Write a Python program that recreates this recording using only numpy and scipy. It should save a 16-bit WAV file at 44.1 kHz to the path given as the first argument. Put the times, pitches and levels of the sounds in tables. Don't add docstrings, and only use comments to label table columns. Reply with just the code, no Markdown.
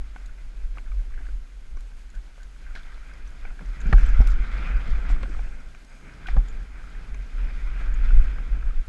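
import sys
import numpy as np
from scipy import signal
from scipy.fft import rfft, irfft
from scipy.io import wavfile
from scipy.ndimage import uniform_filter1d

SR = 44100
rng = np.random.default_rng(int(sys.argv[2]) if len(sys.argv) > 2 else 0)


def magnitude_from_level(level_db):
    exponent = np.asarray(level_db, float) / 20
    return 10 ** exponent


def wrap_up_sound(samples):
    columns = np.atleast_2d(samples).T
    tamed = np.clip(columns, -1, 1)
    steps = np.round(tamed * 32767).astype(np.int16)
    wavfile.write(sys.argv[1], SR, steps)


N = 391608

# time_s, tyre_crunch_db, mount_shake_db, wind_on_case_db
TRAIL = [(0.0, -59.5, -38, -59), (1.2, -60.5, -31, -56.5), (1.48, -61.5, -39, -60),
         (2.5, -62, -43.5, -58.5), (2.79, -53.5, -35.5, -57.5), (3.55, -57, -41, -53.5),
         (3.84, -49, -32.5, -49), (4.06, -44.5, -18.5, -43), (4.3, -47.5, -19, -45),
         (4.67, -45.5, -35.5, -42), (5.38, -51, -29, -46.5), (5.87, -60.5, -47, -57.5),
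         (6.15, -55.5, -45, -51), (6.5, -53.5, -39.5, -51), (7.3, -54.5, -36, -51), (7.68, -49, -26, -47),
         (8.2, -48.5, -20.5, -45.5), (8.88, -55.5, -45.5, -54.5)]
MID_LOAD_DB = -53


def evened(x):
    return x / np.sqrt(np.mean(x ** 2) + 1e-20)


def curves(rows):
    s, *columns = np.transpose(rows)
    return [np.interp(np.arange(N) / SR, s, c) for c in columns]


def add(mix, s, sound):
    part = mix[round(s * SR):][:len(sound)]
    part += sound[:len(part)]


def struck(x, db):
    return magnitude_from_level(db) * x / abs(x).max()


def flicker(per_s):
    span = max(int(SR / per_s), 1)
    return evened(uniform_filter1d(uniform_filter1d(rng.standard_normal(N), span), span))


def grit(per_s, spread_db, size=N):
    hit = rng.random(size) < per_s / SR
    sign = rng.choice([-1., 1.], size)
    return evened(hit * sign * magnitude_from_level(spread_db * np.minimum(rng.exponential(1, size), 4)))


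def humped(floor_db, rows):
    fall_db, roundness = 9, 1.16
    t, power = np.arange(N) / SR, magnitude_from_level(floor_db) ** 2
    for s, db, length in rows:
        near = slice(max(int((s - 3 * length) * SR), 0), int((s + 3 * length) * SR))
        away = abs(2 * (t[near] - s) / length)
        power[near] += magnitude_from_level(db - fall_db * away ** roundness) ** 2
    return np.sqrt(power)


def coloured(x, points):
    f, db = np.transpose(points)
    hz = np.fft.rfftfreq(len(x), 1 / SR)
    gain = magnitude_from_level(np.interp(np.log(hz + 1), np.log(f + 1), db))
    return evened(irfft(rfft(x) * gain, len(x)))


def resonate(x, hz, width):
    r = np.exp(-np.pi * width / SR)
    if np.isscalar(hz):
        return signal.lfilter([1 - r], [1, -r * np.exp(2j * np.pi * hz / SR)], x + 1e-18)
    turn = np.exp(2j * np.pi * np.cumsum(hz) / SR)
    return turn * signal.lfilter([1 - r], [1, -r], x / turn + 1e-18)


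def twice(x, hz, width):
    return evened(resonate(resonate(x, hz, width).real, hz, width).real)


def ringing(x, modes):
    return evened(sum((-1) ** k * magnitude_from_level(db) * resonate(x, hz, width).real
                      for k, (hz, width, db) in enumerate(modes)))


def rocking():
    # pitch_hz, level_db_per_hz
    mount_spectrum = [(8, -28.5), (16, 1.5), (26, -3.5), (40, -1), (50, -5), (58, -11), (68, -33),
                      (100, -65)]
    # centre_s, peak_db, length_s
    bumps = [(0.315, -32, 0.024), (0.655, -26.5, 0.042), (0.977, -21, 0.078), (1.242, -32.5, 0.055),
             (1.349, -26, 0.09), (0.897, -27, 0.041), (2.468, -34, 0.049), (1.76, -30.5, 0.17),
             (2.179, -28.5, 0.027), (2.698, -35, 0.15), (3.25, -29.5, 0.048), (3.493, -28.5, 0.12),
             (3.693, -26, 0.078), (3.887, -18.5, 0.049), (4.269, -15.5, 0.039), (4.404, -17.5, 0.089),
             (4.547, -14.5, 0.017), (4.616, -21, 0.032), (4.75, -16.5, 0.08), (4.934, -15, 0.085),
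             (5.125, -17.5, 0.11), (5.352, -24, 0.2), (6.336, -16.5, 0.056), (6.54, -30.5, 0.33),
             (6.972, -26, 0.021), (7.129, -26, 0.033), (7.435, -25, 0.18), (7.666, -23.5, 0.08),
             (7.917, -13, 0.021), (8.164, -8, 0.092), (8.521, -22.5, 0.1), (8.659, -20.5, 0.13),
             (8.786, -15.5, 0.041), (0.01, -24, 0.046), (3.869, -22.5, 0.074), (4.044, -11.5, 0.044),
             (4.142, -11.5, 0.029), (4.328, -14.5, .05), (5.477, -35, .08), (7.564, -25, 0.081),
             (8.026, -17, 0.091), (8.266, -23, 0.04)]
    shake = humped(curves(TRAIL)[1] - 1.5 + 2.2 * flicker(20), bumps)
    swing = coloured(rng.standard_normal(N), mount_spectrum)
    swing = evened(swing / uniform_filter1d(abs(signal.hilbert(swing)), 1200) ** 0.52) * shake
    deep = [(10, -3), (22, 0), (50, -2.5), (62, -23), (85, -32), (150, -72)]
    swing = coloured(swing, deep) * np.std(swing) * magnitude_from_level(2.5)
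    swing = swing - free_swings()
    travel = uniform_filter1d(abs(signal.hilbert(swing)), 500) / 0.72
    shell = twice(rng.standard_normal(N), 80, 39)
    shell = evened(shell / uniform_filter1d(abs(shell), 1500) ** 0.52)
    shudder = magnitude_from_level(-38.5) * travel ** 0.97 * shell
    return shudder - swing / np.maximum(travel, 1)


def free_swings():
    # start_s, peak_db, pitch_hz, t60_s
    landings = [
        (3.931, -1.5, 35.9, 0.29),
        (4.1896, 0, 38.9, 0.12),
        (6.367, -6.5, 36.4, 0.14),
    ]
    out, t = np.zeros(N), np.arange(SR // 2) / SR
    rise = 1 - np.exp(-(t / 0.011) ** 2)
    for s, db, hz, t60 in landings:
        add(out, s, struck(np.sin(2 * np.pi * hz * t) * rise * magnitude_from_level(-60 * t / t60), db))
    return out


def tyres(chatter_db):
    # pitch_hz, width_hz, level_db
    case_modes = [(674, 310, -8), (1550, 113, 2.5), (2076, 214, -1.5), (2506, 330, -5.5), (3170, 1600, -24)]
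    # pitch_hz, width_hz, level_db
    tyre_modes = [(1327, 220, 1), (1633, 225, 1), (1894, 370, -2.5), (2406, 250, -2), (3170, 550, -13.5)]
    # centre_s, peak_db, length_s
    skids = [(4.66, -44, 0.14), (5.52, -62, 0.14), (6.08, -54, .1), (6.31, -45.5, 0.13),
             (6.866, -59, 0.092), (7.413, -52, 0.16), (8.035, -52.5, 0.19), (7.67, -51, 0.12),
             (8.308, -63, .15), (3.44, -54, 0.14), (4.97, -50, .08)]
    crunch_db = curves(TRAIL)[0]
    load_db = 0.36 * (crunch_db - MID_LOAD_DB)
    flex = 1 + 0.017 * flicker(14)
    patch_db = 1.6 * flicker(40)
    casing = []
    for k, (hz, width, db) in enumerate(tyre_modes):
        casing.append((hz * np.roll(flex, k * SR), width, db + np.roll(patch_db, k * SR)))
    buzz = ringing(0.58 * grit(1500, 4.1) + 0.72 * rng.standard_normal(N), case_modes)
    buzz = buzz * magnitude_from_level(-3 + 2.8 * flicker(26))
    roar = ringing(0.54 * grit(1500, 5) + 0.77 * rng.standard_normal(N), casing)
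    roar = roar * magnitude_from_level(load_db + 0.5 * flicker(70))
    dulled = [(100, 0), (3500, -2), (7000, -5.5), (12000, -20)]
    crunch = coloured(buzz + roar + magnitude_from_level(-10.5) * flecks(), dulled)
    return humped(crunch_db, skids) * magnitude_from_level(chatter_db) * crunch


def flecks():
    # pitch_hz, width_hz, level_db
    loose_parts = [(1250, 71, -5.5), (1603, 32, 3.5), (2140, 64, 1), (2464, 30, -14.5), (3495, 30, -6),
                   (5000, 54, -6), (6740, 69, -12), (8050, 150, -17.5)]
    return evened(sum(magnitude_from_level(db) * evened(resonate(grit(60, 2.6), hz, width).real)
                      for hz, width, db in loose_parts))


def knocks():
    # pitch_hz, width_hz, level_db
    frame_modes = [(740, 89, 1), (1105, 102, 0.5), (1494, 97, 5.5), (2084, 600, 0.5), (2210, 343, 5)]
    # start_s, peak_db, pitch_hz, thud_db, pure_ring_share (0-1)
    hard_knocks = [(0.16, -31, 780, -7, 0.26), (0.771, -36.5, 1210, -7, 0.73),
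                   (0.782, -32.5, 2220, -18, 0.2), (0.917, -40, 1230, -25, 0.5),
                   (1.77, -43, 1140, -0.5, 0.54), (2.379, -47.5, 1620, 5, 0.3),
                   (2.751, -36, 2200, -3, 0.66), (2.76, -30.5, 1600, -13, 0.7),
                   (3.451, -33.5, 2260, -5, 0.2), (3.608, -40, 520, 0, .6), (3.926, -16, 1860, -15, 0.68),
                   (3.927, -25.5, 2370, -1, 0.5), (3.931, -16, 1350, -13, 0.6), (3.98, -26, 1550, -12, 0.7),
                   (4.206, -36, 1100, -3, 0.2), (4.218, -34.5, 1090, -9, 0.5), (4.271, -34, 2580, -8, .3),
                   (5.099, -30, 755, -18, 0.43), (5.231, -29.5, 1340, -0.5, 0.4),
                   (5.391, -36, 740, -9, 0.46), (5.747, -39.5, 1380, -14, 0.3),
                   (6.2837, -24, 1600, -11, 0.34), (6.3654, -31, 1155, -1, 0.9),
                   (6.368, -38, 1700, -15, .95), (6.374, -38, 780, -13, 0.6),
                   (7.143, -38.5, 1030, -17, 0.3), (6.259, -37, 1520, -25, 1),
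                   (8.383, -34.5, 1250, -10, 0.5)]
    # start_s, peak_db, pitch_hz
    light_taps = [(0.289, -45.5, 1450), (0.86, -47, 1550), (.875, -48, 1450), (1.105, -50, 1250),
                  (1.12, -46, 1550), (1.139, -44, 1590), (1.175, -41.5, 1540), (1.251, -46, 1600),
                  (1.265, -42.5, 1580), (1.286, -46, 1490), (2.664, -43, 1520), (2.707, -42, 1510),
                  (2.772, -37, 1520), (2.926, -44, 1630), (3.028, -50, 1410), (3.111, -41, 1550),
                  (3.274, -51, 1180), (3.51, -44, 880), (2.975, -47, 750), (3.504, -41, 1450),
                  (3.591, -36, 1590), (3.817, -39.5, 1440), (4.028, -33, 1320), (4.933, -34, 1240),
                  (5.05, -36, 1550), (5.161, -38, 1260), (5.207, -42, 1130), (5.256, -39, 1430),
                  (5.346, -37, 1330), (6.839, -41, 1310), (6.949, -40, 1720), (7.802, -45, 1510),
                  (7.88, -39, 1570), (8.105, -30.5, 1560), (8.21, -46, 1570), (8.625, -39, 1250),
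                  (8.679, -47, 1510), (8.741, -48, 1480), (8.705, -40.5, 1290)]
    tap_thud_db, tap_pure = -11.5, 0.71
    out, t = np.zeros(N), np.arange(4000) / SR
    for s, db, hz, thud_db, pure in hard_knocks + [(*row, tap_thud_db, tap_pure) for row in light_taps]:
        noise = rng.standard_normal((2, len(t)))
        snap = 5 * (t == t[40])
        crack = (noise[0] + snap) * magnitude_from_level(-60 * t / 0.019) * np.minimum(t / 0.0012, 1)
        body = (1 - pure) * ringing(crack, frame_modes) + pure * twice(crack, hz, 275)
        thud = twice(noise[1] * magnitude_from_level(-60 * t / 0.017), 270, 1200)
        add(out, s, struck(body, db) + struck(thud, db + thud_db))
    return out


def slams():
    # start_s, peak_db, push_s, boom_share (0-1), clack_share (0-1)
    hard_landings = [
        (3.927, -14, 0.0012, 0.9, 0.19),
        (4.204, -15.5, 0.0034, 0.08, 0.02),
        (6.369, -19.5, 0.0003, 0.94, 0.17),
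    ]
    out, t = np.zeros(N), np.arange(6000) / SR
    boom = np.sin(2 * np.pi * 143 * t) * magnitude_from_level(-60 * t / 0.063)
    clack = np.sin(2 * np.pi * 790 * t) * magnitude_from_level(-60 * t / 0.075)
    for s, db, length, boom_share, clack_share in hard_landings:
        push = (1 - t / length) * np.exp(-t / length) * np.minimum(t / 0.00084, 1)
        add(out, s, struck(push + boom_share * boom + clack_share * clack, db))
    return out


def thumps():
    # start_s, peak_db, pitch_hz, t60_s
    soft_blows = [(1.015, -54, 600, 0.036), (1.205, -47, 277, .05), (1.207, -52, 684, .04),
                  (1.285, -51, 276, 0.041), (1.287, -53, 560, 0.044), (2.14, -56, 600, 0.035),
                  (2.95, -53, 486, .05), (3.617, -41, 170, .08), (3.766, -40.5, 160, .07),
                  (3.855, -29, 170, 0.13), (3.893, -26.5, 208, 0.055), (3.929, -33, 602, 0.054),
                  (4.2054, -26, 300, 0.017), (4.2053, -26.5, 563, .012), (4.219, -39, 780, .05),
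                  (6.259, -39, 1520, .07), (6.37, -43, 1150, .04), (3.932, -28, 1140, .03),
                  (5.232, -37, 1100, .02), (5.048, -51, 564, .04), (5.097, -40.5, 275, 0.058),
                  (5.151, -41.5, 332, .05), (5.231, -34, 552, 0.028), (5.237, -37.5, 280, 0.047),
                  (5.256, -43, 730, .035), (5.28, -41, 403, .04), (5.296, -37, 300, 0.043),
                  (5.366, -49, 800, .025), (5.389, -46, 756, .04), (6.367, -34, 560, 0.021),
                  (6.368, -36, 258, 0.048), (7.43, -44, 151, .1), (8.49, -44, 130, 0.12)]
    out, t = np.zeros(N), np.arange(5000) / SR
    for s, db, hz, t60 in soft_blows:
        sag = 1 - 0.06 * np.minimum(t / t60, 1)
        ring = np.sin(2 * np.pi * hz * t * sag) * magnitude_from_level(-60 * t / t60) * (1 - np.exp(-t / 0.00079))
        add(out, s, struck(ring, db))
    return out


def scuffs():
    # start_s, length_s, level_db, pitch_hz, width_hz
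    rattles = [(1.11, 0.2, -60.5, 2000, 740), (1.17, 0.07, -57, 1580, 400),
               (2.137, 0.046, -52.5, 1550, 160), (4.56, 0.22, -62.5, 3500, 2000),
               (4.7, 0.18, -62, 2100, 400), (6.03, .15, -58.5, 2200, 570), (4.09, 0.047, -45, 1600, 150),
               (2.394, 0.081, -57.5, 1510, 220), (2.75, 0.06, -53, 3500, 3600), (3.2, .03, -61, 1590, 200),
               (3.975, 0.073, -54, 6000, 5900), (4.87, 0.07, -65, 4400, 300),
               (5.084, 0.055, -50.5, 2500, 7200), (4.3, 0.032, -51, 4500, 6800),
               (6.286, 0.04, -55, 3500, 3000), (6.478, 0.042, -58, 7000, 700),
               (3.8, 0.63, -60.5, 4500, 3500), (6.268, 0.015, -45, 2300, 2100),
               (5.25, 0.36, -62.5, 5600, 4600), (5.85, .35, -73, 5000, 65), (5.85, 0.32, -73, 6500, 80),
               (5.8, .45, -70, 8100, 250), (5.1, 0.75, -69, 8100, 550), (5.09, .05, -56.5, 7400, 1800),
               (4.03, .15, -62, 6200, 600), (7.38, 0.12, -55, 2200, 1600), (8.8, 0.25, -81, 3000, 2700),
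               (3.8, .03, -53, 6900, 1400), (4.285, .02, -56, 7300, 2000), (4.53, 0.29, -51.5, 2390, 350),
               (4.7, 0.12, -49, 1550, 400), (3.978, 0.04, -45, 1800, 900), (3.85, .05, -46, 1530, 220),
               (4.15, 0.05, -46, 1350, 180), (4.8, .04, -54, 3000, 1200), (3.8, 0.055, -52, 1640, 200),
               (5.229, 0.0122, -47.5, 2300, 2000), (4.28, .03, -48, 1480, 200)]
    out = np.zeros(N)
    for s, length, db, hz, width in rattles:
        size = int(length * SR)
        hits = grit(760, 3, size=size) + 1.15 * rng.standard_normal(size)
        u = np.linspace(0, 1, size)
        swell = np.minimum(u / 0.14, 1) * (1 - u) ** 0.62 * 1.18
        add(out, s, magnitude_from_level(db) * twice(hits, hz, width) * swell)
    return out


def ticks():
    # start_s, peak_db, pitch_hz, broad_click_share (0-1)
    metal_taps = [(0.2593, -47, 6800, 0.5), (1.7695, -51, 5770, 0.3), (1.8065, -44.5, 6860, 0.7),
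                  (2.101, -47, 6800, 0.5), (2.151, -49, 6920, 0.65), (2.431, -43, 6820, 0.6),
                  (2.7516, -41, 4040, 0.5), (4.2743, -52, 10400, .1), (3.1353, -48, 4790, 0.6),
                  (3.2745, -45.5, 5900, 0.4), (3.3039, -54, 6400, .45), (3.6591, -52, 5920, 0.2),
                  (3.8148, -42, 3800, 0.6), (3.8676, -50, 6900, .05), (3.929, -35, 4070, 0.3),
                  (4.0327, -49, 5170, 0.5), (4.0607, -40, 7740, 0.46), (4.0884, -45, 6900, 0.47),
                  (4.2043, -55, 4800, .45), (4.214, -42, 5000, 0.4), (4.272, -33, 4350, 1),
                  (4.319, -50, 7000, 0.2), (4.579, -46, 4250, .2), (4.768, -50, 4870, 0.3),
                  (4.9028, -46, 5030, 0.6), (5.229, -43, 5940, 0.8), (5.847, -48, 5500, 0.7),
                  (6.9007, -52, 6910, .45), (7.1442, -44.5, 6140, 0.4), (7.941, -46, 6740, 0.3),
                  (.57, -53, 3640, .3), (2.8315, -48, 3580, .3), (2.943, -51, 3990, .3),
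                  (3.411, -55, 3550, .3), (4.875, -54, 7000, .3), (5.602, -50, 5500, .6),
                  (5.7483, -56, 6160, .4), (6.08, -57, 6900, .1), (6.137, -55, 5200, .5),
                  (6.172, -63, 5500, .2), (6.269, -38, 3400, 0.34), (6.27, -39, 2600, .1),
                  (6.4847, -44, 5000, .9), (7.22, -57, 4770, .1), (7.2634, -53, 5640, .3)]
    out, t = np.zeros(N), np.arange(2500) / SR
    for s, db, hz, broad in metal_taps:
        tap = rng.standard_normal(len(t)) * magnitude_from_level(-60 * t / 0.024) * np.minimum(t / 0.00084, 1)
        ring = (1 - broad) * twice(tap, hz, 830)
        click = broad * twice(tap, 3760, 5600)
        add(out, s, struck(ring + click, db))
    return out


def rumble(chatter_db):
    # pitch_hz, level_db_per_hz
    rumble_spectrum = [(35, -54), (60, -9), (81, -19), (113, -16), (222, -22.5), (258, -21), (319, -28),
                       (418, -29.5), (1000, -37.5), (1300, -42), (2200, -120)]
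    # centre_s, peak_db, length_s
    jolts = [(0.01, -57, 0.043), (0.963, -54, 0.06), (1.35, -55, 0.071), (2.168, -59, .05),
             (3.621, -44, 0.043), (3.87, -41, 0.09), (3.937, -29, 0.031), (4.14, -50, .04),
             (4.206, -34, .03), (4.302, -55, 0.032), (6.09, -51.5, 0.17), (6.365, -39, 0.066),
             (6.953, -63, 0.041), (0.776, -50.5, 0.061), (1.21, -50, .03), (1.748, -56, .08),
             (3.787, -49, .05), (3.904, -48, .03), (4.028, -42.5, .04), (6.07, -52, 0.087),
             (6.196, -60, .08), (2.76, -50, 0.036), (7.448, -51, 0.16), (8.398, -47.5, 0.082),
             (8.55, -46.5, 0.15), (8.7, -48, .1)]
    wind_db = curves(TRAIL)[2]
    lumps_db = 0.71 * chatter_db + 1.07 * flicker(24)
    air = coloured(rng.standard_normal(N), rumble_spectrum)
    deep = signal.lfilter(*signal.butter(2, 230, fs=SR), air)
    air = air + deep * (magnitude_from_level(0.35 * (wind_db + 48.5) + 1.1 * chatter_db) - 1)
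    return humped(wind_db, jolts) * magnitude_from_level(lumps_db) * air


def dust(chatter_db):
    # pitch_hz, level_db_per_hz
    dust_spectrum = [(2000, -10), (3000, 0), (5000, -2.5), (7000, -13), (9000, -19), (12000, -39)]
    load_db = curves(TRAIL)[0] - MID_LOAD_DB
    dust_db = -68 + 0.45 * load_db + 1.3 * flicker(11) + 1.4 * chatter_db
    return magnitude_from_level(dust_db) * coloured(0.5 * grit(2500, 5.7) + 0.67 * rng.standard_normal(N), dust_spectrum)


def hiss():
    # pitch_hz, level_db_per_hz
    hiss_spectrum = [(1650, 0), (2800, -1), (3800, -5), (4160, -4.5), (5890, -7.5), (6650, -4),
                     (7420, -9.5), (8030, -7.5), (8690, -12.5), (11200, -13), (12000, -20), (15600, -56),
                     (22000, -120)]
    return magnitude_from_level(-62.5 + 0.88 * flicker(22)) * coloured(rng.standard_normal(N), hiss_spectrum)


def scene():
    chatter_db = 0.8 * flicker(26)
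    steady = rocking() + tyres(chatter_db) + rumble(chatter_db) + dust(chatter_db) + hiss()
    hits = knocks() + slams() + thumps() + scuffs()
    dulled = signal.lfilter(*signal.butter(2, 7200, fs=SR), hits)
    return (steady + dulled + ticks())[None]


def top_cut(x):
    return signal.sosfilt(signal.butter(12, 12480, fs=SR, output="sos"), x)


def record(dry):
    edge = signal.firwin(255, 12350, window=("kaiser", 8), fs=SR)
    mix = signal.oaconvolve(dry, edge[None], "same")
    return top_cut(mix)


dry = scene()
out = record(dry)
wrap_up_sound(out)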